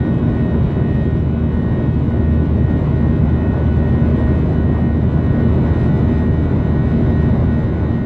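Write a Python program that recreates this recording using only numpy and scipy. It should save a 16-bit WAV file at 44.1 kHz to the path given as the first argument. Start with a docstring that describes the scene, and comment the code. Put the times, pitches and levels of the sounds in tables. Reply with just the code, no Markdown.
"""Jet climb from a wing seat

Two jet engines at climb power, heard through the cabin wall. Supersonic fan tips make a buzz-saw tone on
every multiple of the shaft speed; the fans turn at slightly different speeds, so their blade tones beat.
A once-per-turn hum, a core shaft tone and three thin whines are sines with wavering levels.
Jet roar, the rush of air along the skin and hiss are filtered noise that fills in below."""
import sys
import numpy as np
from scipy import signal
from scipy.fft import rfft, irfft, next_fast_len
from scipy.io import wavfile
from scipy.ndimage import uniform_filter1d, minimum_filter1d

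SR = 44100
rng = np.random.default_rng(int(sys.argv[2]) if len(sys.argv) > 2 else 0)


def bounce(signal):
    """Save signal as a 16-bit WAV file at the path given by the first command-line argument."""
    frames = np.transpose(np.atleast_2d(signal))
    limited = np.clip(frames, -1, 1)
    pcm = np.round(limited * 32767).astype(np.int16)
    wavfile.write(sys.argv[1], SR, pcm)


N = 355005
TIME_S = np.arange(N) / SR


def from_db(db):
    """Decibels to gain."""
    return 10 ** (np.asarray(db) / 20)


def in_time(rows):
    """Curve columns, interpolated at every sample."""
    s, *columns = np.transpose(rows)
    return [np.interp(TIME_S, s, column) for column in columns]


def at_hz(points, hz):
    """Read a level curve on a log-frequency (or log-multiple) axis."""
    point_hz, point_db = np.array(points).T
    return np.interp(np.log(hz), np.log(point_hz), point_db)


def drift(rate_hz):
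    """Slow chance: noise at every 100th sample through a double one-pole low-pass; spread 1."""
    pole = np.exp(-200 * np.pi * rate_hz / SR)
    noise = rng.standard_normal(N // 100 + 2002)
    slow = signal.lfilter([1], [1, -2 * pole, pole * pole], noise)[2000:]   # drop the filter's start-up
    return np.interp(np.arange(N) / 100, np.arange(len(slow)), slow / slow.std())


# mean speed of the two fan shafts, creeping up: (time [s], speed [turns/s])
SHAFT_SPEED = [(0, 77.742), (2.25, 77.795), (5.25, 77.94), (8.05, 78.012)]
# moments at which the fans' blade tones cancel, the far fan having gained one more blade: time [s]
BLADE_NULLS = [0.247, 0.643, 1.336, 2.066, 2.516, 2.891, 3.234, 3.695, 4.088, 4.451, 5.134, 5.615, 5.96,
               6.527, 7.0, 7.415, 7.762]
BLADES = 24


def fan_angles():
    """Shaft angles [turns] of the far and near fan: each null puts the far fan one more blade ahead."""
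    mean = np.cumsum(in_time(SHAFT_SPEED)[0]) / SR
    nulls = np.r_[BLADE_NULLS[0] - .45, BLADE_NULLS, BLADE_NULLS[-1] + .4]
    # tones cancel half a blade apart, hence the .5
    blades_ahead = np.interp(TIME_S, nulls, np.arange(len(nulls)) - .5)
    blades_ahead = uniform_filter1d(blades_ahead, size=SR // 8)
    half_lead = blades_ahead / BLADES / 2
    return mean + half_lead, mean - half_lead


# buzz-saw tones that stand out, levels at mid-scene before swell and waver: (multiple of shaft speed,
# far fan level [dB], its growth [dB/s], near fan level [dB], its growth [dB/s])
BUZZ_TONES = [(2, -42, 0, -34, 0), (3, -44, 0, -30.5, 0), (4, -40, 0, -50, 0), (5, -66, 0, -35, 0),
              (6, -60, 0, -45, 0), (8, -69, 0, -46, .2), (11, -62, 0, -50.5, .9), (13, -58, 0, -62, 0),
              (14, -57.5, .3, -68, 0), (15, -60, 0, -64, 0), (16, -69, 0, -59.5, .8), (17, -64, 1, -64, 1),
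              (18, -60, 0, -58, .3), (19, -68, 0, -65, -.6), (20, -74, 1, -70, .8), (21, -63, .4, -64, 1.5),
              (22, -66, 1.2, -67, .4), (24, -49.3, 0, -49.3, -.1), (25, -62, 0, -57.5, .9),
              (26, -68, -.3, -65, 0), (27, -59.5, 0, -67, 1), (28, -72, 1, -71, -1), (29, -61, 0, -66, 1.4),
              (30, -86, 0, -63, 0), (31, -73, .8, -69, -.3), (32, -68, 0, -70, -1),
              (33, -65, -1, -61.5, -.2), (34, -84, 0, -75, .9), (35, -79, .4, -75, .7),
              (36, -68, 0, -80, 1), (37, -80, 0, -67.5, -.6), (38, -74, -.6, -61.5, -.4),
              (39, -83, 0, -69.5, .3), (40, -74, .4, -76, -.4), (41, -72, .7, -70, -.9),
              (42, -77, 0, -73.5, -2.5), (43, -77, 0, -77, -.6), (44, -79, 0, -80, 0),
              (45, -84, 1, -71, .2), (46, -76, .5, -71.5, .9), (47, -78, 0, -71.5, .3),
              (48, -61, -.3, -70, .8), (49, -79, .5, -75, .8), (50, -74, -1.2, -86, 0),
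              (51, -73.5, .6, -73.5, .5), (52, -84, 0, -72.5, 1), (53, -86, 1.5, -84, 1.8),
              (55, -83, .8, -86, .8), (56, -83, 0, -86, 0), (57, -76, .3, -84, .3), (58, -86, 0, -77.5, 0),
              (59, -90, .8, -88, .8), (62, -88, 0, -86, 0), (63, -89, 0, -84, 0), (64, -87, .6, -91, .6),
              (65, -86, 1.5, -86, 1.5), (70, -92, 0, -83, 0), (71, -83.5, -.4, -93, 0),
              (72, -87, .3, -89, .3), (74, -90, 0, -94, 0), (81, -93, 1.5, -86, 2), (83, -92, 0, -89, .5),
              (86, -92, 0, -89, .5), (116, -97, -.3, -99, -.3)]
# centre of the scattered levels of all other tones, blade unevenness being chance: (multiple, level [dB])
OTHER_BUZZ = [(7, -57), (13, -61), (23, -71), (35, -77), (44, -80), (53, -85), (60, -92), (72, -95),
              (85, -97), (124, -104)]
# tones in the side pick-up against the front one, before scatter: (multiple, level [dB])
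SIDE_BUZZ = [(2, -53.5), (5, -44.5), (8, -36), (11, -22.5), (16, -22.5), (23, -18), (24, -14), (25, -14),
             (32, -12), (41, -17.5), (48, -25), (54, -4), (62, 0.5), (124, -3)]
# far-fan tones that sink mid-way and return: (multiple, level change [dB])
FAR_DIPS = [(29, -12), (48, -12)]
# a moment at which the two fans cancel on a tone that beats clearly: (multiple, time [s])
CLEAR_NULLS = [(21, 4.29), (25, 4.85), (27, 5.16), (29, 6.66), (33, 3.66), (38, 1.89), (48, 5.8),
               (51, 6.36)]
# the far fan's other tones run a little ahead of its blade tone at first: (time [s], lead [turns])
FAR_TONE_LEAD = [(0, .009), (2, .006), (4, 0), (8.05, 0)]
TOP_MULTIPLE = 124
REST_SCATTER_DB, SIDE_SCATTER_DB = 4, 2.5
SIDE_LAG_RAD, SIDE_LAG_SCATTER_RAD = 1.9, 1.1
BLADE_WAVER_DB, BLADE_FLUTTER_DB, FLUTTER_DB = .5, .5, 1.8


def buzz_saw(angle, lead, listed_db, growth_db_per_s, sags, null_turn, waver_db):
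    """One fan: a shock pattern that repeats each turn; interleaved groups of tones waver on their own."""
    multiple = np.arange(2, TOP_MULTIPLE + 1)
    scatter = rng.standard_normal((2, len(multiple)))
    level_db = at_hz(OTHER_BUZZ, multiple) + REST_SCATTER_DB * scatter[0]
    listed = np.array(BUZZ_TONES)[:, 0].astype(int) - 2   # index 0 is multiple 2
    level_db[listed] = listed_db
    growth_db = np.zeros(len(multiple))
    growth_db[listed] = growth_db_per_s * N / SR / 2   # over half the scene
    early, middle, late = from_db(-growth_db), np.ones(len(multiple)), from_db(growth_db)
    for sagging, sag_db in sags:
        middle[sagging - 2] = from_db(sag_db)

    size = from_db(level_db) * np.sqrt(2)   # rms to peak
    side_size = size * from_db(at_hz(SIDE_BUZZ, multiple) + SIDE_SCATTER_DB * scatter[1])
    phase = 2 * np.pi * rng.random((2, len(multiple)))
    blade = multiple % BLADES == 0
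    phase[0, blade | (multiple == 3)] = 0   # these tones set the beats that stand out
    for beating, null_s in CLEAR_NULLS:
        turns_at_null = (angle + lead)[int(null_s * SR)]
        phase[0, beating - 2] = 2 * np.pi * (null_turn - beating * turns_at_null)
    lag_scatter = SIDE_LAG_SCATTER_RAD * rng.standard_normal(len(multiple))
    phase[1] = phase[0] - SIDE_LAG_RAD + lag_scatter

    steady = blade | (multiple == 3) | (multiple == 5)
    groups = np.where(multiple == BLADES, 8, np.where(steady, 7, multiple % 7))
    turn = np.linspace(0, 1, 8193)
    blend = 2 * np.arange(N) / N - 1   # -1 at the start, 0 mid-way, 1 at the end
    out = np.zeros(N, complex)   # real part: front, imaginary part: side
    for group in range(9):
        pick = groups == group
        cycles = 2 * np.pi * np.outer(turn, multiple[pick])
        front_shape = np.cos(cycles + phase[0, pick]) * size[pick]
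        side_shape = np.cos(cycles + phase[1, pick]) * side_size[pick]
        shape = front_shape + 1j * side_shape
        group_angle = (angle + lead * (group < 8)) % 1   # the blade tone takes no lead
        first, mid, last = [np.interp(group_angle, turn, shape @ gain[pick])
                            for gain in (early, middle, late)]
        slow_db, fast_db = waver_db, FLUTTER_DB
        if steady[pick].all():
            slow_db, fast_db = BLADE_WAVER_DB, BLADE_FLUTTER_DB
        waver = slow_db * drift(.7) + fast_db * drift(7)   # turbulence makes each group flutter
        end = np.where(blend < 0, first, last)
        out += from_db(waver) * (mid + np.abs(blend) * (end - mid))
    return np.array([out.real, out.imag])


# once-per-turn hum of the near fan, before its waver: (time [s], level [dB])
HUM_LEVEL = [(0, -28), (.75, -26), (1.1, -22), (1.7, -22.5), (2.3, -18), (2.75, -21), (3.25, -21.5),
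             (3.7, -20), (4.25, -19), (4.6, -21.5), (5.4, -22.5), (5.8, -20), (6.3, -21), (6.9, -22.5),
             (7.4, -20.5), (7.75, -23), (8.05, -30)]
HUM_WAVER_DB = .7


def fan_hum(near):
    """Once-per-turn hum of the near fan through the airframe: a sine locked to its shaft angle."""
    level_db = in_time(HUM_LEVEL)[0] + HUM_WAVER_DB * drift(1.5)
    hum = np.sqrt(2) * from_db(level_db) * np.sin(2 * np.pi * near)
    return hum * from_db([[0], [-80]])   # front, side


CORE_HZ, CORE_NULL_S = 232.24, 3.68   # pitch, and a moment of cancelling the near fan's third tone
CORE_DB, CORE_WAVER_DB = -28.5, 1.3


def core(near):
    """The core shaft tone lies just under the near fan's third tone and throbs against it."""
    third_tone_turns = 3 * near[int(CORE_NULL_S * SR)]
    turns = CORE_HZ * (TIME_S - CORE_NULL_S) + third_tone_turns + .5   # half a turn apart cancels
    level = from_db(CORE_DB + CORE_WAVER_DB * drift(1.2))
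    return np.sqrt(2) * level * np.cos(2 * np.pi * turns) * from_db([[0], [-42]])   # front, side


# three close whines, two perhaps pumps and one near the fans' 19th multiple, that beat into short surges:
# (pitch [Hz], start of cycle [turns])
WHINE_PITCHES = [(1472.97, -.3), (1476.72, .5), (1479.86, 0)]
# their levels before flutter: (time [s], first level [dB], second level [dB], third level [dB])
WHINE_LEVELS = [(0, -49, -49, -57), (.3, -52, -56, -62), (.75, -53, -61, -62), (1.5, -53, -61, -63),
                (2.25, -51, -49, -56), (2.6, -55, -55, -65), (3.0, -54, -57, -62), (3.4, -50, -51, -56),
                (3.9, -50, -54, -62), (4.4, -49, -50.5, -52), (4.8, -54, -55, -62), (5.2, -50, -53, -60),
                (5.65, -47, -50, -66), (6.0, -50, -54, -58), (6.5, -50, -59, -58), (7.0, -48, -54, -49),
                (7.4, -49, -51, -58), (8.05, -52, -54, -66)]
WHINE_WANDER_HZ, WHINE_FLUTTER_DB = .02, 1.5


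def whines():
    """Thin sine tones around fixed pitches, wandering a little and fluttering in level."""
    out = 0
    for (hz, start), level_db in zip(WHINE_PITCHES, in_time(WHINE_LEVELS)):
        pitch_hz = hz + WHINE_WANDER_HZ * drift(0.6)
        phase = 2 * np.pi * (start + np.cumsum(pitch_hz) / SR)
        level = from_db(level_db + WHINE_FLUTTER_DB * drift(9.3))
        out = out + np.sqrt(2) * level * np.sin(phase)
    return out * from_db([[0], [-22]])   # front, side


# swell of the air rush, before trim and patchiness: (time [s], level [dB])
AIR_RUSH = [(0, -31), (1, -31), (1.35, -34.5), (1.7, -31.5), (2.3, -32), (3, -30.5), (3.6, -31),
            (4.2, -28.5), (4.8, -32), (5.8, -29), (6.7, -31.5), (7.1, -28), (7.6, -32), (8.05, -32.5)]
# noise colour in the front-facing pick-up: (frequency [Hz], relative density [dB])
FRONT_COLOUR = [(20, -22.5), (30, -25), (45, -7), (62, -4), (130, 1.5), (165, -3.5), (225, -4.5),
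                (370, -15.5), (750, -27), (1250, -36.5), (2050, -42.5), (2450, -48), (2800, -52.5),
                (3350, -52.5), (3650, -51.5), (3900, -54.5), (4500, -62.5), (5200, -66.5), (5600, -64),
                (6200, -70), (9500, -74.5), (10300, -80.5), (11600, -79.5), (11900, -105)]
# noise colour in the side-facing pick-up: (frequency [Hz], relative density [dB])
SIDE_COLOUR = [(20, -95), (60, -78), (100, -60), (150, -51), (180, -48), (230, -44), (280, -47), (370, -50),
               (520, -45.5), (700, -51), (800, -48.5), (900, -53), (1250, -60), (2050, -46.5), (3300, -68),
               (4100, -61.5), (8000, -70), (12300, -71), (13200, -83.5), (14300, -92)]
# narrow and broad cabin resonances that colour the noise: (centre [Hz], width [Hz], boost [dB])
CABIN_RESONANCES = [(154, 9.9, 3), (346, 74, 3), (621, 84, 4), (1038, 120, 5), (1490, 31, 4.5)]
ROAR_TOP_HZ, RUSH_TOP_HZ = 400, 2500
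ROAR_FOLLOWS, HISS_FOLLOWS = 0.72, 0.96   # share of the rush's swing in dB
HISS_GROWTH_DB_PER_S = 0.05


def cabin_noise(patchy_db):
    """Front and side noise, split into roar, rush and hiss, each under its own level."""
    rush_db, = in_time(AIR_RUSH)
    swing_db = rush_db - rush_db.mean()
    # roar and hiss levels relative to the rush, which scales all three at the end
    roar_db = (ROAR_FOLLOWS - 1) * swing_db
    hiss_growth_db = HISS_GROWTH_DB_PER_S * (np.arange(N) - N / 2) / SR
    hiss_db = (HISS_FOLLOWS - 1) * swing_db + hiss_growth_db

    size = next_fast_len(N)
    hz = np.maximum(np.arange(size // 2 + 1) * SR / size, 1)
    cabin_db = sum(db * np.exp(-((hz - peak_hz) / width) ** 2)
                   for peak_hz, width, db in CABIN_RESONANCES)
    colour_db = np.array([at_hz(FRONT_COLOUR, hz), at_hz(SIDE_COLOUR, hz)]) + cabin_db
    shaped = rfft(rng.standard_normal((2, size))) * from_db(colour_db)
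    low = 1 / (1 + (hz / ROAR_TOP_HZ) ** 4)
    high = 1 / (1 + (RUSH_TOP_HZ / hz) ** 4)
    roar, rush, hiss = [irfft(shaped * share, size)[:, :N] for share in (low, 1 - low - high, high)]

    layers = roar * from_db(roar_db)
    layers = layers + rush * from_db(patchy_db * drift(5.0))
    layers = layers + hiss * from_db(hiss_db + 1.2 * patchy_db * drift(14.0))
    return layers * from_db(rush_db - 1.0) / rush[0].std()


def scene():
    """Front and side pick-ups, matrixed to left and right; the fan tones swell with the air rush."""
    far, near = fan_angles()
    _, far_db, far_growth, near_db, near_growth = np.transpose(BUZZ_TONES)
    far_lead = in_time(FAR_TONE_LEAD)[0]
    far_fan = buzz_saw(far, far_lead, far_db, far_growth, FAR_DIPS, null_turn=.5, waver_db=1.5)
    near_fan = buzz_saw(near, 0, near_db, near_growth, [], null_turn=0, waver_db=1.2)
    rush_db = in_time(AIR_RUSH)[0]
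    fan_swell_db = 0.82 * (rush_db - rush_db.mean()) + 0.5
    fans = (far_fan + near_fan) * from_db(fan_swell_db)
    front, side = fans + fan_hum(near) + core(near) + whines() + cabin_noise(patchy_db=1.36)
    return np.array([front + side, front - side])


LIMIT, MAKE_UP_DB = .72, .6   # limiter ceiling (full scale 1), gain before it
CUTOFF_HZ, FADE_IN_S = 14600, .004


def record(dry):
    """A fast gain control presses the loudest swells down, a limiter holds the peaks, the top is cut."""
    loud = uniform_filter1d(np.mean(dry ** 2, axis=0), size=SR // 40)
    over_db = np.maximum(10 * np.log10(loud + 1e-12) + 14.5, 0)   # excess above -14.5 dB
    pressed = dry * uniform_filter1d(from_db(MAKE_UP_DB - .25 * over_db), size=SR // 40)
    room_left = np.minimum(1, LIMIT / (np.abs(pressed).max(axis=0) + 1e-9))
    held = minimum_filter1d(room_left, size=SR // 50)
    smooth_gain = uniform_filter1d(uniform_filter1d(held, size=SR // 100), size=SR // 100)
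    limited = pressed * smooth_gain
    limited = limited * np.minimum(TIME_S / FADE_IN_S, 1)
    cut = signal.cheby2(18, 70, CUTOFF_HZ, fs=SR, output="sos")
    return signal.sosfilt(cut, limited)


dry = scene()
out = record(dry)
bounce(out)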